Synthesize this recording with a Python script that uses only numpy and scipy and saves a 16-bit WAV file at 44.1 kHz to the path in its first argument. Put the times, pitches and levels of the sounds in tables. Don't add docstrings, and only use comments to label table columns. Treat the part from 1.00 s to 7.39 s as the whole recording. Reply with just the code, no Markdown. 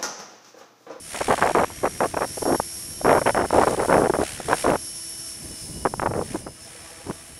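import sys
import numpy as np
from scipy import signal
from scipy.fft import rfft, irfft, next_fast_len
from scipy.io import wavfile
from scipy.ndimage import uniform_filter1d, map_coordinates

SR = 44100
rng = np.random.default_rng(int(sys.argv[2]) if len(sys.argv) > 2 else 0)


def wav_out(sig):
    wavfile.write(sys.argv[1], SR, np.round(np.clip(np.atleast_2d(sig).T, -1, 1) * 32767).astype(np.int16))


N = 281799
TIME = np.arange(N) / SR
MAIN_TEETH = 152
BEAM_TOP_DB = -42

# start_s, crest_s, end_s, crest_db, nominal_pitch_hz
GUSTS = [(0.142, .17, .176, -29, 1100), (.207, .212, .223, -18.5, 904), (.283, .298, .348, -14, 861),
         (.378, .382, .398, -21, 1100), (.415, .425, .516, -16.5, 1020), (.55, .554, .647, -15, 800),
         (.702, .707, .716, -34, 950), (.833, .838, .881, -16.5, 830), (1.006, 1.02, 1.067, -17, 829),
         (1.14, 1.144, 1.149, -20, 930), (1.167, 1.17, 1.191, -19.5, 845),
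         (1.206, 1.212, 1.253, -19.5, 931), (1.373, 1.378, 1.384, -25, 757.3),
         (1.42, 1.426, 1.433, -21, 709), (1.453, 1.54, 1.562, -17.5, 630), (2.009, 2.015, 2.025, -30, 570),
         (2.047, 2.115, 2.195, -12.5, 850), (2.215, 2.22, 2.229, -20.5, 700),
         (2.258, 2.268, 2.31, -15, 1020), (2.346, 2.375, 2.461, -18, 810),
         (2.526, 2.585, 2.648, -13.5, 760), (2.665, 2.672, 2.69, -14, 800), (2.69, 2.737, 2.752, -21, 620),
         (2.775, 2.8, 2.865, -19.5, 760), (2.882, 2.945, 3.076, -13.5, 709.7),
         (3.097, 3.102, 3.109, -13, 679.8), (3.135, 3.153, 3.171, -21.5, 781),
         (3.187, 3.193, 3.24, -17, 630), (3.399, 3.404, 3.414, -28, 650), (3.482, 3.535, 3.551, -19, 930),
         (3.64, 3.69, 3.765, -16, 720.2), (4.85, 4.865, 4.878, -18.5, 680), (5.02, 5.06, 5.095, -29, 750),
         (5.102, 5.115, 5.126, -25, 700), (5.137, 5.198, 5.231, -22.5, 600),
         (5.341, 5.35, 5.369, -22, 539.6), (5.461, 5.465, 5.49, -31.5, 570), (6.065, 6.08, 6.09, -33, 510),
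         (6.092, 6.103, 6.117, -22.5, 469.7)]
# frequency_hz, gain_db
WASH_SPECTRUM = [(150,-28),(450,2.5),(700,5),(1050,-0.5),(1500,-2),(2300,-1),(3400,-13),(6000,-22)]
# frequency_hz, gain_db
HISS_SPECTRUM = [(3500,-15),(5000,-9),(6300,-6.5),(8200,-6.5),(8750,1),(9700,2),(10300,-1),(11100,-2),(11700,-12.5),(12600,-14.5),(15700,-27)]


def from_db(db):
    return 10 ** (np.asarray(db) / 20)


def unit_power(x):
    return x / np.sqrt(np.mean(x ** 2) + 1e-20)


def in_time(rows):
    times, *columns = np.transpose(rows)
    return [np.interp(TIME, times, column) for column in columns]


def coloured(x, spectrum):
    hz, db = np.transpose(spectrum)
    size = next_fast_len(len(x))
    bin_hz = np.maximum(np.arange(size // 2 + 1) * SR / size, 1)
    roll_off = np.minimum(bin_hz / hz[0], 1) ** 2 * np.minimum(hz[-1] / bin_hz, 1) ** 2
    gain = from_db(np.interp(np.log(bin_hz), np.log(hz), db))
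    return unit_power(irfft(rfft(x, size) * roll_off * gain, size)[:len(x)])


def drift(corner_hz):
    hop = 40
    pole = np.exp(-2 * np.pi * corner_hz * hop / SR)
    noise = rng.standard_normal(N // hop + 2002)
    slow = signal.lfilter([1], [1, -2 * pole, pole ** 2], noise)[2000:]
    return np.interp(np.arange(N) / hop, np.arange(len(slow)), unit_power(slow))


def smooth(x, seconds):
    size = max(int(seconds * SR), 1)
    return uniform_filter1d(uniform_filter1d(x, size), size)


def tone(cycles, flutter_db, wander_rad):
    phase = 2 * np.pi * (cycles + rng.random()) + wander_rad * drift(14)
    return unit_power(np.sin(phase) * from_db(flutter_db * drift(19)))


def gust_envelope(start_db=-4.5, end_db=-6.5):
    envelope = np.zeros(N)
    for start, crest, end, crest_db, _ in GUSTS:
        blowing = (TIME >= start) & (TIME < end)
        shape_db = np.interp(TIME[blowing], [start, crest, end], [start_db, 0, end_db])
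        envelope[blowing] = from_db(crest_db + shape_db)
    return envelope


def wind_rumble(envelope):
    # time_s, level_db
    breeze = [(0, -49), (.8, -43), (1.7, -48), (2.3, -42), (3.3, -43), (4.1, -53), (4.35, -49), (4.47, -39),
              (4.56, -44), (4.78, -37), (5.05, -40), (5.3, -35), (5.55, -52), (6.39, -51)]
    # frequency_hz, gain_db
    spectrum = [(20,-12),(45,-4.5),(75,1.5),(170,-2.5),(300,-6),(500,-14.5),(1000,-25.5),(3000,-58)]
    breeze_db, = in_time(breeze)
    level = from_db(breeze_db) + from_db(-21) * smooth(envelope, seconds=.08)
    rumble = coloured(rng.standard_normal(N), spectrum)
    return level * unit_power(rumble * from_db(2.6 * drift(18)))


def gust_roar(envelope, reference_hz=790.2):
    # frequency_hz, gain_db
    spectrum = [(25,-34),(60,-25),(120,-15.5),(250,-7.5),(400,-1.5),(600,-0.5),(1000,-9),(1500,-16),(2000,-23.5),(3000,-40),(4500,-47.5),(9000,-46.5)]
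    pitch_hz, = in_time([(crest, hz) for _, crest, _, _, hz in GUSTS])
    eddies = coloured(rng.standard_normal(2 * N), spectrum)
    lumps = drift(129.65)
    speed = pitch_hz / reference_hz * np.exp(.12 * lumps)
    roar = map_coordinates(eddies, [np.cumsum(speed)], order=3, mode="mirror") * from_db(5 * lumps)
    roar /= np.sqrt(smooth(roar ** 2, seconds=.014) + 1e-9)
    stir = from_db(-17 + 3 * drift(40)) * smooth(envelope, seconds=.025)
    return roar * np.hypot(smooth(envelope, seconds=.00056), stir)


def eddy(time_s, pitch_hz):
    near = slice(*np.searchsorted(TIME, [time_s - .005, time_s + .005]))
    angle = 2 * np.pi * pitch_hz * (TIME[near] - time_s)
    window = np.exp(.25 - np.hypot(angle, .35) / 1.8)
    pressure = np.zeros(N)
    pressure[near] = window * np.cos(1.05 * angle + rng.normal(0, .45))
    return pressure


def eddy_pops(envelope, lesser_per_s=7, lesser_hz=1050, wake_db=-9):
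    # time_s, level_db, pitch_hz
    hard_eddies = [(.3086, -4, 990), (.4247, -0.5, 1060), (.55, -2, 930), (.6356, -6, 942),
                   (.645, -8, 1018), (1.0058, -5, 1027), (1.6002, -3, 742), (2.048, -7, 990),
                   (2.2946, -5, 1538), (2.3732, -6.5, 860), (2.5071, -8, 806), (2.5875, 0, 742),
                   (2.6358, -1, 760), (3.1382, -7, 1031), (3.5312, 2.5, 1097), (4.8529, -3.5, 841.8),
                   (4.859, -3.5, 946), (4.9395, -10, 698), (4.9973, -7, 1098), (5.0197, -11, 888),
                   (5.0286, -10, 846), (5.036, -8, 650), (5.0602, -4.5, 760), (5.0636, -7, 990),
                   (5.0727, -6, 684)]
    births = np.flatnonzero((rng.random(N) < lesser_per_s / SR) & (envelope > 0))
    lesser = [(i / SR, 20 * np.log10(envelope[i]) + rng.normal(7, 1.5), lesser_hz) for i in births]
    hits = list(hard_eddies) + lesser
    wake_lags_s = rng.uniform(.0014, .003, len(hits))
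    return sum(from_db(db) * (eddy(time_s, hz) - from_db(wake_db) * eddy(time_s + lag_s, hz))
               for (time_s, db, hz), lag_s in zip(hits, wake_lags_s))


def tail_rotor(teeth, tooth_db, turns_per_tooth=.0303, gear_ratio=.5488):
    # multiple_of_tooth_rate, level_db
    buzz_tones = [(.0608, -54), (.1212, -65), (.1822, -66), (.243, -68), (.2742, -68)]
    # time_s, level_db
    gear_levels = [(0, -63), (1.8, -63), (2.3, -57), (3.5, -60), (4.2, -57), (4.42, -64), (4.55, -55),
                   (4.68, -64), (4.77, -51), (4.9, -65), (6.39, -64)]
    # time_s, level_db
    load_levels = [(0, -63), (5.4, -62.5), (5.65, -56), (5.8, -50), (6.05, -52), (6.39, -59)]
    # multiple_of_turning_rate, relative_db
    harmonics = [(3,-6.5),(4,-2.5),(5,-9),(6,-11.5),(7,-9),(8,-11)]
    gear_db, = in_time(gear_levels)
    load_db, = in_time(load_levels)
    buzz = sum(from_db(db) * tone(k * teeth, flutter_db=.6, wander_rad=.35) for k, db in buzz_tones)
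    buzz *= from_db(.5 * (smooth(tooth_db, seconds=.33) - BEAM_TOP_DB))
    turns = turns_per_tooth * teeth
    growl = sum(from_db(db) * tone(k * turns, flutter_db=6.5, wander_rad=1.53) for k, db in harmonics)
    gear = tone(gear_ratio * teeth, flutter_db=2.5, wander_rad=.3)
    wash = from_db(-4) * coloured(rng.standard_normal(N), WASH_SPECTRUM)
    return buzz + from_db(load_db) * (growl + wash) + from_db(gear_db) * gear


def ground_reflection(direct, reflectance=.098, microphone_height_m=1.6, sound_m_per_s=343):
    # time_s, elevation_deg
    elevation = [(0,5.1),(.5,6),(1,5.63),(2,1.53),(2.9,6.9),(3.85,0.88),(4.75,8.9),(5.5,10.8),(6.39,16.6)]
    elevation_deg, = in_time(elevation)
    lag_s = 2 * microphone_height_m * np.sin(np.radians(elevation_deg)) / sound_m_per_s
    return direct + reflectance * map_coordinates(direct, [(TIME - lag_s) * SR], order=3)


def blade_noise(spectrum, turns, depth):
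    angle = 2 * np.pi * turns
    sweep = np.cos(2 * angle) + .2 * np.cos(4 * angle) + .22 * np.cos(angle)
    chop = from_db(7 * depth * sweep)
    chop /= np.sqrt(smooth(chop ** 2, seconds=.055))
    return coloured(rng.standard_normal(N), spectrum) * chop


def main_rotor(teeth, level_flight_db=-45, wash_lead_turns=.068):
    # time_s, level_db
    swish_levels = [(0, -57), (.16, -35), (.5, -38), (.68, -45), (1.3, -47), (1.85, -50), (2.45, -49),
                    (2.58, -38), (2.85, -44), (3.16, -50), (3.24, -36), (3.42, -42.5), (3.6, -35.5),
                    (3.83, -51), (4.55, -50), (5.13, -59), (5.32, -43), (5.47, -57), (5.74, -47.5),
                    (6.39, -51)]
    # time_s, level_db
    hiss_levels = [(0, -42.5), (.18, -39.5), (.65, -47), (1.08, -40), (1.18, -46), (1.32, -39.5),
                   (1.95, -42.5), (2.2, -39.5), (2.38, -44), (2.7, -38), (3.05, -43.5), (3.3, -39.5),
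                   (3.44, -44), (3.6, -36.5), (3.75, -45.5), (4.28, -52), (4.52, -38.5), (4.8, -42.5),
                   (5.12, -47), (5.35, -43.5), (5.47, -49), (6.39, -48)]
    # frequency_hz, gain_db
    swish_spectrum = [(700,-17),(1200,-2.5),(1700,5.5),(2400,3.5),(3600,0),(4600,-1.5),(5600,-3),(7000,-1),(9000,0),(11000,-11),(13000,-28),(16000,-25)]
    swish_db, = in_time(swish_levels)
    hiss_db, = in_time(hiss_levels)
    load_db = swish_db - level_flight_db
    wash_db = -52 + 1.1 * load_db
    depth = np.clip(.52 + .028 * load_db, 0, 1)
    turns = teeth / MAIN_TEETH + .16
    swish = from_db(swish_db) * blade_noise(swish_spectrum, turns, depth)
    hiss = from_db(hiss_db) * blade_noise(HISS_SPECTRUM, turns, .47 * depth)
    wash = from_db(wash_db) * blade_noise(WASH_SPECTRUM, turns + wash_lead_turns, .62 * depth)
    scintillation = from_db(1.2 * drift(7.3))
    return ground_reflection(swish + wash) + scintillation * hiss


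def gear_rasp(teeth, level_db, spectrum):
    wheel = rng.standard_normal(1024)
    place = teeth / MAIN_TEETH % 1 * len(wheel)
    clatter = map_coordinates(wheel, [place], order=3, mode="grid-wrap")
    return from_db(level_db) * coloured(clatter, spectrum)


def mesh_tone(cycles, turns, level_db, sidebands):
    side_db = BEAM_TOP_DB + .83 * (smooth(level_db, seconds=.074) - BEAM_TOP_DB)
    sides = sum(from_db(db) * tone(cycles + k * turns, flutter_db=3.5, wander_rad=.6)
                for k, db in sidebands)
    off_beam = np.clip(1 - from_db(level_db - BEAM_TOP_DB), 0, 1)
    carrier = tone(cycles, flutter_db=1.1, wander_rad=.2 + .5 * off_beam)
    carrier_db = level_db + 2.5 * off_beam * drift(8)
    return from_db(carrier_db) * carrier + from_db(side_db) * sides


def main_gear(teeth, tooth_db, octave_db):
    # offset_cycles_per_turn, relative_db
    tooth_bands = [(-10.13, -10), (-8, -17), (-4, -20), (-2, -13.5), (-1, -13), (1, -16), (4, -16),
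                   (8, -14.5), (10.13, -13.5), (16, -16), (20.26, -18), (31.8, -19)]
    # offset_cycles_per_turn, relative_db
    octave_bands = [(-31.8, -13), (-16, -14), (-10.13, -13), (-8, -9), (6, -17), (8, -10), (10.13, -16),
                    (16, -17)]
    # frequency_hz, gain_db
    rasp_spectrum = [(3000,-13),(4400,-8.5),(5300,-4.5),(6200,-2),(7500,-6.5),(9000,-12),(12000,-25)]
    turns = teeth / MAIN_TEETH
    whine = mesh_tone(teeth, turns, tooth_db, tooth_bands)
    octave = mesh_tone(2 * teeth, turns, octave_db, octave_bands)
    low_rasp = gear_rasp(teeth, tooth_db - 4.2, rasp_spectrum)
    high_rasp = gear_rasp(teeth, octave_db - .7, HISS_SPECTRUM)
    scintillation = from_db(1.1 * drift(7))
    return (whine + octave + low_rasp + high_rasp) * scintillation


def scene():
    # time_s, pitch_hz
    tooth_rate = [(0, 5459), (.3, 5510), (.78, 5667), (1.2, 5564), (1.7, 5546), (2.1, 5550), (2.46, 5415),
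                  (2.68, 5500), (2.95, 5445), (3.25, 5493), (3.85, 5494), (4.15, 5464), (4.33, 5468),
                  (4.66, 5318), (4.85, 5340), (5.18, 5474), (5.5, 5243), (5.64, 5331), (5.9, 5410),
                  (6.39, 5490)]
    # time_s, tooth_db, octave_db
    whine_levels = [(0, -56, -53), (.3, -52, -52), (.77, -49, -52.5), (1.12, -49, -53), (1.34, -43.5, -44),
                    (1.76, -44, -40.5), (1.95, -46.5, -46), (2.2, -44, -41.5), (2.42, -46.5, -49),
                    (2.8, -51.5, -51), (2.96, -48.5, -43.5), (3.38, -54, -55), (3.62, -43.5, -41),
                    (3.72, -49.5, -48), (3.82, -43.5, -40.5), (4.3, -44, -42), (4.46, -51, -48),
                    (4.54, -45, -49), (4.95, -49, -49), (5.14, -55, -55), (5.3, -51, -53), (5.56, -56, -58),
                    (5.64, -47.5, -54), (5.73, -55, -53), (5.87, -52, -53.5), (6.39, -61, -56)]
    tooth_hz, = in_time(tooth_rate)
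    tooth_db, octave_db = in_time(whine_levels)
    teeth = np.cumsum(tooth_hz) / SR
    helicopter = main_gear(teeth, tooth_db, octave_db) + tail_rotor(teeth, tooth_db) + main_rotor(teeth)
    envelope = gust_envelope()
    wind = gust_roar(envelope) + wind_rumble(envelope) + eddy_pops(envelope)
    return (helicopter + wind)[None]


def record(dry):
    cutoff_hz = 15700
    low_pass = signal.ellip(12, .1, 80, cutoff_hz, fs=SR, output="sos")
    return signal.sosfilt(low_pass, np.tanh(dry))


dry = scene()
out = record(dry)
wav_out(out)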